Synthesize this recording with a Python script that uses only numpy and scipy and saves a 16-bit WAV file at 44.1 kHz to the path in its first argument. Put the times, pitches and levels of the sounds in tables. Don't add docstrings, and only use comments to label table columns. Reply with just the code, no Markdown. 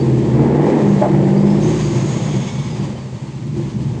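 import sys
import numpy as np
from scipy import signal
from scipy.fft import rfft, irfft
from scipy.io import wavfile

SR = 44100
rng = np.random.default_rng(int(sys.argv[2]) if len(sys.argv) > 2 else 0)


def transcribe(signal):
    frames = np.atleast_2d(signal).T
    limited = np.clip(frames, -1, 1)
    pcm = np.round(limited * 32767).astype(np.int16)
    wavfile.write(sys.argv[1], SR, pcm)


N = 176400
TIME = np.arange(N) / SR

# t/s, f/Hz
CYCLE_RATE = [(0, 19), (.28, 17.87), (.45, 19.15), (.7, 22.2), (.77, 19.2), (.82, 17), (1, 16.5),
              (1.12, 16.3), (1.25, 16.15), (1.5, 16.8), (1.75, 17.3), (1.9, 16.15), (2.25, 12.6),
              (2.5, 11.56), (2.8, 9.4), (3.05, 10.1), (3.3, 12.35), (3.65, 15), (4, 20.3)]
# t/s, firing orders' level/dB, other orders' level/dB
NOTE_LEVELS = [(0, 3, 9.5), (.27, 6, 8.5), (.42, 13, 8), (.6, 4, 8.5), (.68, 7.5, 4.5), (.76, 12, -7.5),
               (.86, 10, 7), (1.03, 0.5, -6.5), (1.15, 7, 9), (1.33, 8.5, 2.5), (1.58, 8, 6.5),
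               (1.68, 2.5, 11.5), (1.9, -7, 0.5), (2.15, -9, -4.5), (2.4, -2, -5.5), (2.7, -4.5, -2.5),
               (3.05, -11.5, -7.5), (3.35, -25.5, -12), (3.6, -3, -3.5), (3.75, -4, -12), (4, -8.5, -15)]
# multiple of cycle rate, relative level/dB
ENGINE_ORDERS = [(5, -7), (7, 3), (8, -5.5), (9, 4), (10, -1), (11, -5), (12, 8.5), (13, 1), (14, -4),
                 (15, -4), (16, 4), (17, 0), (18, -2), (19, 1), (20, -4.5), (21, 6), (22, -7), (23, 3.5),
                 (24, 0.5), (25, -1)]
# f/Hz, gain/dB
PIPE_RESPONSE = [(30, -39), (50, -45), (66, -41), (85, -42.5), (100, -37), (117, -42.5), (129, -26),
                 (140, -31), (149, -25), (165, -40), (181, -45.5), (192, -35), (201, -28), (210, -41),
                 (228, -36.5), (248, -35.5), (272, -58), (303, -34), (322, -40.5), (338, -30), (352, -37.5),
                 (390, -46), (480, -43.5), (600, -50)]
# t/s, level/dB
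HUM_LEVEL = [(0, -36), (.3, -31.5), (.55, -33), (.7, -46), (1.05, -40), (1.25, -42), (1.5, -35),
             (1.85, -33), (2.1, -46), (2.35, -45), (2.9, -61), (3.3, -51), (3.55, -54), (3.65, -41),
             (4, -35)]
CYLINDER_LEVELS = [-6.5, -3, -4.5, -4.5]
# t/s, level/dB
BOOM_LEVEL = [(0, -42), (.25, -29), (.42, -24), (.6, -29), (.78, -25), (1, -17), (1.2, -37.5), (1.55, -28),
              (1.8, -25.5), (2.1, -18), (2.45, -27.5), (2.58, -24.5), (2.85, -23), (3, -34.5),
              (3.35, -27.5), (3.55, -24), (3.7, -24), (3.87, -20), (4, -26.5)]
# f/Hz, relative level/dB
BOOM_SPECTRUM = [(20, -45), (45, -40), (65, -27), (95, -22), (120, 5.5), (142, 5.5), (165, -7), (195, -2.5),
                 (235, -3), (270, -17.5), (345, -10.5), (420, -27), (600, -42.5), (1500, -67)]
# t/s, level/dB
RASP_LEVEL = [(0, -25.5), (.22, -27.5), (.42, -18.5), (.56, -20), (.72, -15), (.86, -21), (.98, -23),
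              (1.14, -18.5), (1.22, -22), (1.42, -23), (1.6, -23), (1.8, -29), (2.15, -27.5), (2.45, -31),
              (2.65, -36.5), (2.83, -30), (3, -37.5), (3.4, -41.5), (3.52, -42.5), (3.6, -34.5),
              (3.72, -41), (4, -33)]
# f/Hz, relative level/dB
RASP_SPECTRUM = [(100, -39), (220, 0.5), (320, 5), (400, 3), (490, -0.5), (600, -2.5), (720, -8.5),
                 (840, -5), (1000, -12.5), (1150, -19), (1400, -25), (1900, -20.5), (2600, -32),
                 (4000, -41.5), (9000, -70)]
# f/Hz, relative level/dB
ROAD_SPECTRUM = [(20, -24), (45, -13), (70, 3), (100, 5.5), (200, -17), (600, -53.5)]
# t/s, relative level/dB
RUSH_LEVEL = [(0.0, -45), (0.1, -44.5), (0.6, -48), (0.66, -44.5), (0.92, -45), (1.0, -42), (1.21, -48),
              (1.29, -45), (1.53, -44.5), (1.71, -37.5), (2.24, -39.5), (2.35, -39.5), (2.86, -45),
              (2.9, -47), (3.54, -50), (3.58, -46.5), (3.99, -48.5), (4.0, -54)]
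# f/Hz, relative level/dB
RUSH_SPECTRUM = [(400, -13), (700, -6), (850, 12), (1080, 10), (1400, 0.5), (2100, 4.5), (2700, 2),
                 (3400, 1), (4100, -1.5), (4700, -1), (5700, -4), (6500, -3), (7500, -3), (8500, -10.5),
                 (9500, -19.5), (10200, -29)]
# t/s, centre f/Hz, level/dB
THROTTLE_HISS = [(0, 6400, -69), (.65, 6400, -67), (.92, 6400, -50), (1.15, 6300, -76), (1.57, 6300, -64),
                 (1.64, 6350, -39.5), (1.75, 6500, -43.5), (2.1, 6620, -40.5), (2.45, 6480, -42.5),
                 (2.75, 6380, -50.5), (3, 6300, -60), (4, 6300, -60)]
# f/Hz, width/Hz, level/dB
DUCT_MODES = [(2210, 110, -45), (3400, 670, -43), (5340, 260, -53)]
# t/s, f/Hz, level/dB
TURBO_WHISTLE = [(0, 4560, -56), (1.1, 4500, -73.5), (1.35, 4600, -53), (1.52, 5250, -51), (1.9, 5500, -63),
                 (2.5, 5400, -54), (2.75, 4870, -59), (3, 4600, -57), (3.3, 4330, -65), (4, 4200, -70)]
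# t/s, level/dB
HANDLING_THUDS = [(.36, -31), (.425, -35)]
# f/Hz, width/Hz, level/dB
TYRE_MODES = [(610.2, 84, -17.5), (663, 140, -20), (730, 60, -22), (843.4, 45, -21.5), (993, 200, -28),
              (1260, 600, -32.5)]
# t/s, f/Hz, level/dB
SQUEAK_EVENTS = [(1.38, 4650, -53), (1.84, 4700, -45), (2.73, 4980, -46.5), (2.97, 3090, -49),
                 (3.04, 4520, -56)]
# t/s, level/dB
THUMP_EVENTS = [(1.954, -6), (2.105, -12), (2.336, -7), (2.66, -16.5), (2.81, -17), (3.564, -9.5)]
# f/Hz, relative level/dB, T60/s
PIPE_MODES = [(129.4, -1.5, 0.28), (157, -16, 0.24), (185.4, -9, 0.41), (221, -11, .18), (344, -4, 0.11)]


def amp(db):
    return 10 ** (np.asarray(db) / 20)


def unit(x):
    return x / np.sqrt(np.mean(x ** 2) + 1e-20)


def curve(rows, column=1):
    rows = np.array(rows)
    return np.interp(TIME, rows[:, 0], rows[:, column])


def gain_at(spectrum, hz):
    f, db = np.transpose(spectrum)
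    return amp(np.interp(np.log(hz + 1), np.log(f), db))


def noise(spectrum, gate=1):
    white = gate * rng.standard_normal(N)
    return unit(irfft(rfft(white) * gain_at(spectrum, np.fft.rfftfreq(N, 1 / SR)), N))


def drift(rate_hz):
    f = np.fft.rfftfreq(N, 1 / SR)
    return unit(irfft(rfft(rng.standard_normal(N)) * np.exp(-(f / rate_hz) ** 2), N))


def noise_band(hz, width_hz):
    pole = np.exp(-np.pi * width_hz / SR)
    white = rng.standard_normal(N) + 1j * rng.standard_normal(N)
    slow = signal.lfilter([1], [1, -2 * pole, pole * pole], white)
    carrier = np.exp(2j * np.pi * np.cumsum(hz * np.ones(N)) / SR)
    return unit((slow * carrier).real)


def exhaust_note(cycle_hz, cycles, waver=.13, waver_hz=8):
    out = amp(curve(HUM_LEVEL)) * np.cos(2 * np.pi * len(CYLINDER_LEVELS) * cycles)
    firing, between = amp(curve(NOTE_LEVELS)), amp(curve(NOTE_LEVELS, column=2))
    for order, db in ENGINE_ORDERS:
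        level = between if order % len(CYLINDER_LEVELS) else firing
        phase = 2 * np.pi * (order * cycles + rng.random()) + waver * drift(waver_hz)
        wobble = 1 + waver * drift(waver_hz)
        out += level * amp(db) * gain_at(PIPE_RESPONSE, order * cycle_hz) * wobble * np.cos(phase)
    return np.sqrt(2) * out


def exhaust_puffs(cycles, scatter_db=2.5, floor=0.46, decay_firings=0.4):
    firings = cycles * len(CYLINDER_LEVELS)
    index = firings.astype(int)
    cylinder_db = np.array(CYLINDER_LEVELS)[index % len(CYLINDER_LEVELS)]
    strength = amp(cylinder_db + scatter_db * rng.standard_normal(N)[index])
    flow = floor + strength * np.exp(-(firings % 1) / decay_firings)
    boom = noise(BOOM_SPECTRUM, flow) * amp(curve(BOOM_LEVEL))
    rasp = noise(RASP_SPECTRUM, flow) * amp(curve(RASP_LEVEL))
    return boom + rasp


def car_park(x, t60_s=0.86, delay_s=.015):
    t = TIME[:SR]
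    tail = rng.standard_normal(SR) * np.exp(-np.log(1000) * t / t60_s) * (t > delay_s)
    return signal.fftconvolve(x, tail / np.linalg.norm(tail))[:N]


def road_rumble(level_db=-41.5):
    return amp(level_db) * noise(ROAD_SPECTRUM)


def intake(near_idle_s=2.456, spread_s=0.27, flicker_db=3, flutter_db=0.88):
    rush = noise(RUSH_SPECTRUM) * amp(curve(RUSH_LEVEL) + 5)
    hiss = noise_band(curve(THROTTLE_HISS), width_hz=680) * amp(curve(THROTTLE_HISS, column=2))
    ducts = sum(amp(db) * noise_band(hz, width) for hz, width, db in DUCT_MODES)
    ducts *= np.exp(-((TIME - near_idle_s) / spread_s) ** 2)
    turbo = noise_band(curve(TURBO_WHISTLE), width_hz=170)
    turbo *= amp(curve(TURBO_WHISTLE, column=2) + flicker_db * drift(rate_hz=21))
    return (rush + hiss + ducts + turbo) * amp(flutter_db * drift(rate_hz=18))


def handling_thuds(hz=42, peak_s=.018):
    out = np.zeros(N)
    for start, db in HANDLING_THUDS:
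        t = np.maximum(TIME - start, 0)
        out += amp(db) * t / peak_s * np.exp(1 - t / peak_s) * np.sin(2 * np.pi * hz * t)
    return out


def tyre_scrub(start_s=1.013, rise_s=.005, length_s=0.047, fall_s=0.012):
    t = TIME - start_s
    envelope = np.clip(t / rise_s, 0, 1) * np.exp(-np.maximum(t - length_s, 0) / fall_s)
    return envelope * sum(amp(db) * noise_band(hz, width) for hz, width, db in TYRE_MODES)


def squeaks(spread_s=0.037):
    out = np.zeros(N)
    for peak_s, hz, db in SQUEAK_EVENTS:
        swell = np.exp(-((TIME - peak_s) / spread_s) ** 2)
        out += amp(db) * swell * noise_band(hz, width_hz=72)
    return out


def exhaust_thumps(rise_s=0.0096):
    out = np.zeros(N)
    for start, db in THUMP_EVENTS:
        t = np.maximum(TIME - start, 0)
        for hz, mode_db, t60 in PIPE_MODES:
            envelope = np.minimum(t / rise_s, 1) * np.exp(-np.log(1000) * t / t60)
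            out += amp(db + mode_db) * envelope * np.sin(2 * np.pi * hz * t)
    return out


def trim_click(start_s=3.468, level_db=-47, decay_s=.008):
    t = TIME - start_s
    return amp(level_db) * (t > 0) * np.exp(-abs(t) / decay_s) * noise_band(5500, width_hz=5000)


def scene(note_and_scrub_echo_db=-21, puff_echo_db=-4.5):
    cycle_hz = curve(CYCLE_RATE)
    cycles = np.cumsum(cycle_hz) / SR
    note, puffs, scrub = exhaust_note(cycle_hz, cycles), exhaust_puffs(cycles), tyre_scrub()
    echo = car_park(amp(note_and_scrub_echo_db) * (note + scrub) + amp(puff_echo_db) * puffs)
    unechoed = road_rumble() + intake() + handling_thuds() + squeaks() + exhaust_thumps() + trim_click()
    return (note + puffs + scrub + echo + unechoed)[None]


def record(dry):
    ceiling, knee, cutoff_hz = .73, 8, 9950
    rounded = dry / (1 + abs(dry / ceiling) ** knee) ** (1 / knee)
    lowpass = signal.firwin(401, cutoff_hz, window=("kaiser", 9), fs=SR)
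    return signal.oaconvolve(rounded, lowpass[None], "same")


dry = scene()
out = record(dry)
transcribe(out)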